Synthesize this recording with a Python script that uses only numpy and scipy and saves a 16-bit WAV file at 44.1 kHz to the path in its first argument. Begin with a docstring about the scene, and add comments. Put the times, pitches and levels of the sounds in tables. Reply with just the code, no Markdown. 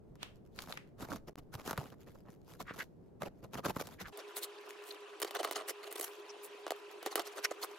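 """In a quiet kitchen, a crusty loaf is sawn with a serrated knife on a board, beside its paper bag.
Each stroke is a swell of tiny brittle fractures that thud through loaf and board, rasp and fizz.
Larger flakes snap, the blade sticks and slips, the loaf knocks on the wood and the paper creases.
The sound cuts out once, for an instant. The later slices sound sped up: strokes are brief and bright,
and the kitchen's low rumble gives way to a higher rush with a beating hum."""
import sys
import numpy as np
from scipy import signal
from scipy.fft import rfft, irfft, next_fast_len
from scipy.io import wavfile
from scipy.ndimage import uniform_filter1d, map_coordinates

SR = 44100
rng = np.random.default_rng(int(sys.argv[2]) if len(sys.argv) > 2 else 0)


def to_wav(sig):
    """Store sig (one row per channel, or 1-D mono) as 16-bit WAV at the path in sys.argv[1].

    Samples outside -1..1 are clipped; the rate is SR.
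    """
    pcm = np.clip(np.atleast_2d(sig), -1, 1) * 32767
    pcm = np.round(pcm).astype(np.int16)
    wavfile.write(sys.argv[1], SR, pcm.T)  # frames by channels


N = 343098
T = np.arange(N) / SR
FFT_SIZE = next_fast_len(N + SR // 2, True)
HZ = np.fft.rfftfreq(FFT_SIZE, 1 / SR)

# spectrum of crust breaking on loaf and board: (frequency [Hz], relative level [dB])
CRUST_SPECTRUM = [(20, -27), (50, -11), (190, 2), (340, -3), (680, 1.5), (1250, 1), (2000, -9.5),
                  (3300, -17.5), (4500, -19.5), (7300, -22.5), (8400, -29.5), (12500, -21), (16000, -34.5)]


def slow_slicing(slow):
    """Brittle fracture: the teeth break the crust in a fine crackle, coloured by the blade's resonance."""
    # mode of the blade in the loaf: (frequency [Hz], bandwidth [Hz], gain [dB])
    blade_modes = [(3950, 380, 1.5)]
    crackle = fractures(rate=800, spread_db=7, life_s=.0005, friction=.42)
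    return cutting(slow, CRUST_SPECTRUM, blade_modes, crackle, thud_hz=500, fizz_hz=3340,
                   lag_s=.0011, splinter_s=.0034, mottle_db=5.5, duty=.49,
                   stroke_db=(3.8, .5, -7), snap_db=(-20, -11, -3))


def fast_slicing(fast):
    """Brittle fracture in the later slices, which sound sped up: shorter, denser breaks with higher, narrower
    resonances."""
    # brighter spectrum of the crust: (frequency [Hz], relative level [dB])
    bright_spectrum = [(90, -36.5), (190, -36), (335, -1), (430, 1), (540, -3), (680, 0), (930, -7),
                       (1180, -1.5), (1720, -6), (2000, -1.5), (2400, -10), (3100, -6.5), (5500, -9),
                       (8500, -6), (12000, -5), (16000, -12)]
    # narrow resonances: (frequency [Hz], bandwidth [Hz], gain [dB])
    ring_modes = [(2980, 40, 8), (4350, 150, 4)]
    tooth_clicks = fractures(rate=1200, spread_db=3, life_s=.0002, friction=.45)
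    return cutting(fast, bright_spectrum, ring_modes, tooth_clicks, thud_hz=1110, fizz_hz=6340,
                   lag_s=.00069, splinter_s=.0029, mottle_db=6.5, duty=.31,
                   stroke_db=(1.5, 0, -7), snap_db=(-14, -10.5, -3.5))


def cutting(active, spectrum, modes, grains, thud_hz, fizz_hz,
            lag_s, splinter_s, mottle_db, duty, stroke_db, snap_db):
    """Source and filter: strokes and snaps drive loaf and board (thud), crust (rasp) and flakes (fizz)."""
    # flakes that snap: (time [s], level [dB], crispness [dB])
    flake_snaps = [(0.155, -50.5, -14), (0.621, -41, -3), (0.673, -40, -20), (0.685, -38, -18),
                   (1.086, -41, -21), (1.16, -37, -13), (1.378, -41.5, -26), (1.541, -35, -14),
                   (1.7094, -23, -14), (1.73, -26.5, -19), (1.7765, -22.5, -18.5), (2.707, -37.5, -30),
                   (3.553, -31, -22), (3.585, -35.5, -25), (3.66, -27, -22), (3.764, -26, -29),
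                   (3.871, -46.5, 0), (4.174, -42, -2), (4.368, -33, -2.5), (5.201, -37.5, -4),
                   (5.218, -27.5, -5.5), (5.247, -29.5, -14), (5.309, -33.5, -10.5), (5.35, -35, -5),
                   (5.368, -33, -18), (5.397, -34.5, -19), (5.431, -30.5, -13), (5.447, -27.5, -9.5),
                   (5.511, -27, -9), (5.926, -37, -2.5), (6.666, -35, -30.5), (6.679, -37.5, -14),
                   (6.706, -26, -13), (7.028, -36.5, -11), (7.062, -25, -11.5), (7.156, -20, -7),
                   (7.195, -26, -12), (7.445, -34.5, -4)]
    # every triple is (thud, rasp, fizz)
    shares = [below(thud_hz), (1 - below(thud_hz)) * below(fizz_hz), 1 - below(fizz_hz)]
    crisp_tilt = (-.45, 0, 1)  # dry crust thuds less and fizzes more
    side_db, balance_db = (-9, -7, -3.5), (-1.6, -.2, .8)
    depth_db = (mottle_db, mottle_db, mottle_db / 2)  # the many fine flakes average out
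    # bending waves disperse: low notes arrive later, with a delay of lag_s at 1 kHz
    dispersion = np.exp(-4j * np.pi * lag_s * np.sqrt(HZ * 1000))
    out = np.zeros((2, N))
    for path, share in enumerate(shares):
        pressure = swells((s, length, db + stroke_db[path] + crisp_tilt[path] * crisp)
                          for s, length, db, crisp in strokes(duty) if active[int(s * SR)])
        impulses = np.zeros(N)
        for s, db, crisp in flake_snaps:
            onset = int(s * SR)
            level = amp(db + snap_db[path] + crisp_tilt[path] * crisp)
            impulses[onset] = active[onset] * level * np.sqrt(.005 * SR)  # 5 ms of energy in one sample
        splinters = np.sqrt(linger(impulses ** 2, splinter_s)) * stereo_noise(side_db[path])
        snaps = .87 * impulses + .5 * splinters
        sawing = pressure * grains * mottled(stereo_noise(side_db[path]), depth_db[path])
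        response = minimum_phase(colour(spectrum) * resonant(modes) * np.sqrt(share)) * dispersion
        balance = amp([[balance_db[path] / 2], [-balance_db[path] / 2]])
        out += filtered(snaps + sawing, response) * balance
    return out


def strokes(duty):
    """Sliding contact, single or reciprocating: (time [s], length [s], level [dB], crispness [dB])."""
    # single drags of blade or fingers over the crust, in the same columns
    drags = [(.612, 0.057, -60.5, 7.5), (.715, 0.041, -56, 5), (1.026, 0.03, -46, -0.5),
             (1.13, 0.044, -47, -1), (1.285, 0.012, -53.5, -1.5), (1.388, 0.013, -54.5, -1),
             (1.546, 0.016, -52, 6), (1.598, 0.025, -55, -0.5), (1.68, 0.032, -44.5, 3),
             (1.81, 0.08, -55, -0.5), (2.281, 0.03, -62.5, -14), (2.52, 0.044, -63.5, 5.5),
             (2.612, 0.015, -46.5, 4), (2.803, 0.038, -53.5, 6.5), (3.443, 0.016, -54, -3.5),
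             (3.858, 0.084, -58, 1), (4.195, 0.018, -53.5, -15.5), (4.885, 0.035, -61, 11.5),
             (5.228, 0.0047, -33.5, -2), (5.28, 0.015, -51.5, -3), (5.482, 0.018, -48, -9),
             (5.528, 0.0074, -41, 1), (5.566, 0.013, -38.5, -6.5), (5.596, 0.032, -49.5, -12),
             (5.695, 0.016, -41.5, 7), (5.915, 0.0074, -50.5, 2), (6.035, 0.067, -57, 11),
             (6.45, 0.022, -63.5, 19), (6.72, 0.0031, -40.5, -1.5), (7.202, 0.019, -45.5, -10),
             (7.449, 0.0099, -38.5, 0.5), (7.516, 0.0086, -46, -8), (7.638, 0.017, -44.5, 6)]
    # to-and-fro runs: (start [s], period [s], strokes [count], level [dB],
    # gain of the return stroke [dB], crispness [dB])
    sawing_runs = [(1.927, 0.076, 4, -63.5, -6.5, 0), (2.745, 0.02, 2, -54.5, -4.5, 2.5),
                   (3.226, 0.039, 2, -45, -1.5, -3), (3.545, 0.039, 2, -45.5, 2, -2),
                   (3.658, 0.037, 2, -37, -3, 0.5), (3.768, 0.04, 2, -52.5, 7, 5),
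                   (4.015, 0.07, 2, -48, -11, 5.5), (4.377, 0.06, 2, -49.5, 0.5, 14),
                   (5.358, 0.043, 3, -42, -1, -8), (5.84, 0.035, 2, -52, 0, -2),
                   (5.961, 0.02, 2, -46, -2, 2.5), (5.997, 0.016, 4, -44, 0, 10),
                   (7.07, 0.052, 3, -46.5, -1, -6.5), (7.27, 0.056, 3, -46, -11, -8)]
    longest_bite_s = .017
    return drags + [(start + k * period, min(duty * period, longest_bite_s), db + k % 2 * back_db, crisp)
                    for start, period, count, db, back_db, crisp in sawing_runs for k in range(count)]


def swells(contacts):
    """Incoherent sources add in power: one bell of pressure per (time [s], length [s], level [dB])."""
    power = np.zeros(N)
    for s, length, db in contacts:
        near = slice(max(int((s - 5 * length) * SR), 0), int((s + 6 * length) * SR))
        t = T[near] - s
        width = length * np.where(t < 0, 1, .95)  # the release is slightly shorter than the bite
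        power[near] += (amp(db) * np.exp(-1.3 * abs(t / width) ** 1.9)) ** 2
    return np.sqrt(power)


def fractures(rate, spread_db, life_s, friction):
    """Shot noise: an envelope of unit rms, with rate uneven breaks a second over steady friction."""
    breaks = rng.random(N) < rate / SR
    sizes = amp(spread_db * np.clip(rng.standard_normal(N), -2, 2))
    return unit(np.sqrt(linger(unit(breaks * sizes) ** 2, life_s) + friction))


def mottled(x, depth_db):
    """Random spectral modulation: the colour keeps shifting, as each spot of crust favours other pitches."""
    spectra = signal.stft(x, nperseg=256)[2]
    field = rng.standard_normal(spectra.shape[1:])
    field = uniform_filter1d(field, size=3, axis=0)  # across frequency
    field = uniform_filter1d(field, size=5, axis=1)  # across time
    gain = unit(amp(depth_db * np.clip(unit(field), -3, 2)))
    return signal.istft(spectra * gain, nperseg=256)[1][:, :N]


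def loaf_knocks():
    """Damped oscillation: the pressed loaf rocks against the board for a few low cycles."""
    # knocks on the board: (time [s], frequency [Hz], level [dB])
    knocks = [(1.022, 310, -24), (1.552, 110, -25), (1.785, 127, -19.5), (3.231, 174, -28),
              (7.067, 403, -22.5)]
    rise_s, t60_s = .005, .034
    out = np.zeros(N)
    t = T[:SR // 4]
    for s, hz, db in knocks:
        envelope = amp(db - 60 * t / t60_s) * (1 - np.exp(-t / rise_s))
        out[int(s * SR):][:len(t)] += envelope * np.sin(2 * np.pi * hz * t)
    return out


def blade_scrapes():
    """Stick-slip friction between blade and crust excites one resonance at each contact."""
    # pitched sliding contacts: (time [s], length [s], frequency [Hz], level [dB])
    scrapes = [(1.286, 0.011, 5340, -63.5), (2.7, 0.029, 1530, -45.5), (2.808, 0.019, 1670, -38.5),
               (4.009, 0.018, 1860, -47.5), (4.063, 0.017, 1490, -49), (4.37, 0.0083, 3940, -45),
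               (4.437, 0.016, 3850, -44), (4.912, 0.0065, 4140, -46), (4.585, 0.007, 4100, -55.5),
               (6.302, 0.012, 5550, -50.5), (7.45, 0.0092, 5500, -35), (7.452, 0.01, 1880, -33)]
    stage_width_hz = 1040
    out = np.zeros((2, N))
    slips = fractures(rate=700, spread_db=3, life_s=.001, friction=.6) * stereo_noise(-6)
    for s, length, hz, db in scrapes:
        b, a = signal.iirpeak(hz, hz / stage_width_hz, fs=SR)
        ringing = signal.lfilter(np.convolve(b, b), np.convolve(a, a), slips)  # two stages in series
        out += swells([(s, length, db)]) * unit(ringing)
    return out


def paper_bag():
    """Buckling: the paper strains, a crease cracks, and the bag shivers around the fold's resonance."""
    # creases giving way: (time [s], crack level [dB], shiver level [dB], resonance [Hz])
    creases = [(0.23, -32.5, -53.5, 3070), (0.5893, -37, -59, 4500), (0.7244, -36, -61.5, 3800),
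               (0.7738, -37, -58, 2320)]
    # spectrum of stiff paper: (frequency [Hz], relative level [dB])
    paper_spectrum = [(500, -1.5), (1300, 2), (2200, -2), (3000, -4.5), (4600, -7), (16000, -21.5)]
    strain_s, shiver_s, crack_s = .1, .28, .012  # times to rise or fall by 60 dB
    fold_width_hz, fold_db = 1200, 11
    out = np.zeros((2, N))
    for s, crack_db, shiver_db, hz in creases:
        t = T - s
        shiver = amp(shiver_db - 60 * np.where(t < 0, -t / strain_s, t / shiver_s))
        crack = amp(crack_db - 60 * abs(t) / crack_s) * (t >= 0)
        response = minimum_phase(colour(paper_spectrum) * resonant([(hz, fold_width_hz, fold_db)]))
        out += filtered((shiver + crack) * stereo_noise(0), response)
    return out


def crumbs(fast):
    """Intermittent friction: the blade brushes the soft crumb and fingers brush the flour."""
    # contour of the brushing: (time [s], level [dB])
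    contour = [(1.35, -88), (1.8, -69), (2.2, -79), (2.55, -72), (3.1, -94), (3.86, -70), (4.85, -66),
               (5.02, -76), (6.1, -66), (6.35, -77), (7.1, -65)]
    level_db = np.interp(T, *np.transpose(contour))
    contact = np.where(fast, wobble(50), wobble(28))
    fits = unit(np.maximum(contact, 0) + .25)
    grains = fractures(rate=220, spread_db=7, life_s=.0005, friction=.4)
    brushing = fits * grains * mottled(stereo_noise(-4), depth_db=4)
    treble = unit(colour(CRUST_SPECTRUM) * np.sqrt(1 - below(3000, order=4)))
    return amp(level_db) * filtered(brushing, treble)


def kitchen(fast):
    """Ambient noise: rumble and soft bumps, then a rush and a motor hum whose close tones beat."""
    # spectra of the low rumble and the higher rush: (frequency [Hz], relative level [dB])
    rumble_spectrum = [(20, -20), (70, -5), (160, 0), (270, -6), (400, -5), (700, -17), (1200, -30),
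                       (3000, -46), (16000, -55)]
    rush_spectrum = [(80, -37), (160, -14.5), (230, -13.5), (350, 12.5), (560, 6), (1200, 5.5),
                     (2150, -1.5), (2600, 3.5), (4200, -7), (5200, -11), (8000, -16.5), (11000, -21),
                     (16000, -45)]
    # steady motor tones: (frequency [Hz], level [dB])
    motor_tones = [(414.09, -57.1), (404.8, -59.5), (1001, -68)]
    in_phase_s = 6.215
    rumble = amp(-60.5 + .38 * wobble(.61)) * filtered(stereo_noise(-1.8), unit(colour(rumble_spectrum)))
    bumps = amp(-70 + 6 * wobble(24)) * filtered(stereo_noise(-14.5), unit(np.sqrt(below(110))))
    rush = amp(-56) * filtered(mottled(stereo_noise(-4.5), depth_db=3), unit(colour(rush_spectrum)))
    hum = sum(amp(db) * np.sqrt(2) * np.cos(2 * np.pi * hz * (T - in_phase_s)) for hz, db in motor_tones)
    return (1 - fast) * (rumble + bumps) + fast * (rush + hum * amp([[-.5], [.5]]))


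def room(x, t60_s, wet_db):
    """Diffuse reverberation: hard walls add a short tail, uncorrelated left and right."""
    t = T[:SR // 2]
    tail = rng.standard_normal((2, len(t))) * amp(-60 * t / t60_s) * (1 - np.exp(-60 * t / t60_s))
    tail /= np.linalg.norm(tail, axis=1, keepdims=True)
    return x + amp(wet_db) * signal.fftconvolve(x, tail, axes=1)[:, :N]


def dropout(x):
    """Gating: the sound cuts out for an instant, with one sharp click in the gap."""
    start_s, end_s = 1.334, 1.37
    click_s, click_db, rise_s = 1.3568, -36, .00048
    gap = (T > start_s) & (T < end_s)
    gate = 1 - uniform_filter1d(.97 * gap, size=60)
    click = amp(click_db) * np.exp(-abs(T - click_s) / rise_s) * (T < click_s)
    return x * gate + click


def amp(db):
    """Amplitude ratio of a level in decibels."""
    return 10 ** (np.asarray(db) / 20)


def unit(x):
    """Normalisation to unit rms."""
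    return x / np.sqrt(np.mean(np.abs(x) ** 2) + 1e-20)


def colour(points):
    """Spectral envelope through (frequency [Hz], level [dB]) points on a log axis."""
    hz, db = np.transpose(points)
    return amp(np.interp(np.log(HZ + 1), np.log(hz), db))


def resonant(modes):
    """Lorentzian resonance peaks above a flat response."""
    return 1 + sum((amp(db) - 1) / (1 + (2 * (HZ - hz) / width) ** 2) for hz, width, db in modes)


def below(hz, order=6):
    """Smooth low-pass curve, one half at hz."""
    return 1 / (1 + (HZ / hz) ** order)


def filtered(x, response):
    """Linear filtering: the spectrum of x times a frequency response."""
    return irfft(rfft(x, FFT_SIZE) * response, FFT_SIZE)[..., :N]


def minimum_phase(gain):
    """Causal response of this spectral shape, at unit power, by folding the cepstrum."""
    cepstrum = irfft(np.log(gain / gain.max() + 1e-6), FFT_SIZE)
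    cepstrum[1:FFT_SIZE // 2] *= 2
    cepstrum[FFT_SIZE // 2 + 1:] = 0
    return unit(np.exp(rfft(cepstrum)))


def linger(power, life_s):
    """Exponential decay of each packet of energy, with time constant life_s."""
    retained = np.exp(-1 / (life_s * SR))
    return signal.lfilter([1 - retained], [1, -retained], power + 1e-20)


def wobble(rate):
    """Smooth random modulation, with rate knots a second."""
    knots = rng.standard_normal(int(N * rate / SR) + 4)
    return map_coordinates(knots, [T * rate])


def stereo_noise(side_db):
    """White noise as mid plus and minus side; the mid has unit rms."""
    mid, side = rng.standard_normal((2, N))
    return np.array([mid + amp(side_db) * side, mid - amp(side_db) * side])


def scene():
    """Superposition of both spells of slicing, the smaller contacts and the kitchen."""
    fast_from_s = 4.125
    fast = T >= fast_from_s
    slow_cuts = room(slow_slicing(~fast), t60_s=.4, wet_db=-25)
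    fast_cuts = room(fast_slicing(fast), t60_s=.12, wet_db=-20)
    contacts = loaf_knocks() + blade_scrapes() + paper_bag() + crumbs(fast)
    crossfade = uniform_filter1d(fast * 1., size=400)
    return slow_cuts + fast_cuts + contacts + kitchen(crossfade)


def record(dry):
    """Arrival-time difference puts the board a little to the left; a dropout and a band limit follow."""
    top_hz = 16000
    delay_s = np.array([[0], [.000025]]) * below(5300, order=2)  # shrinks toward the treble
    response = below(top_hz, order=160) * np.exp(-2j * np.pi * HZ * delay_s)
    return filtered(dropout(dry), response)


dry = scene()
out = record(dry)
to_wav(out)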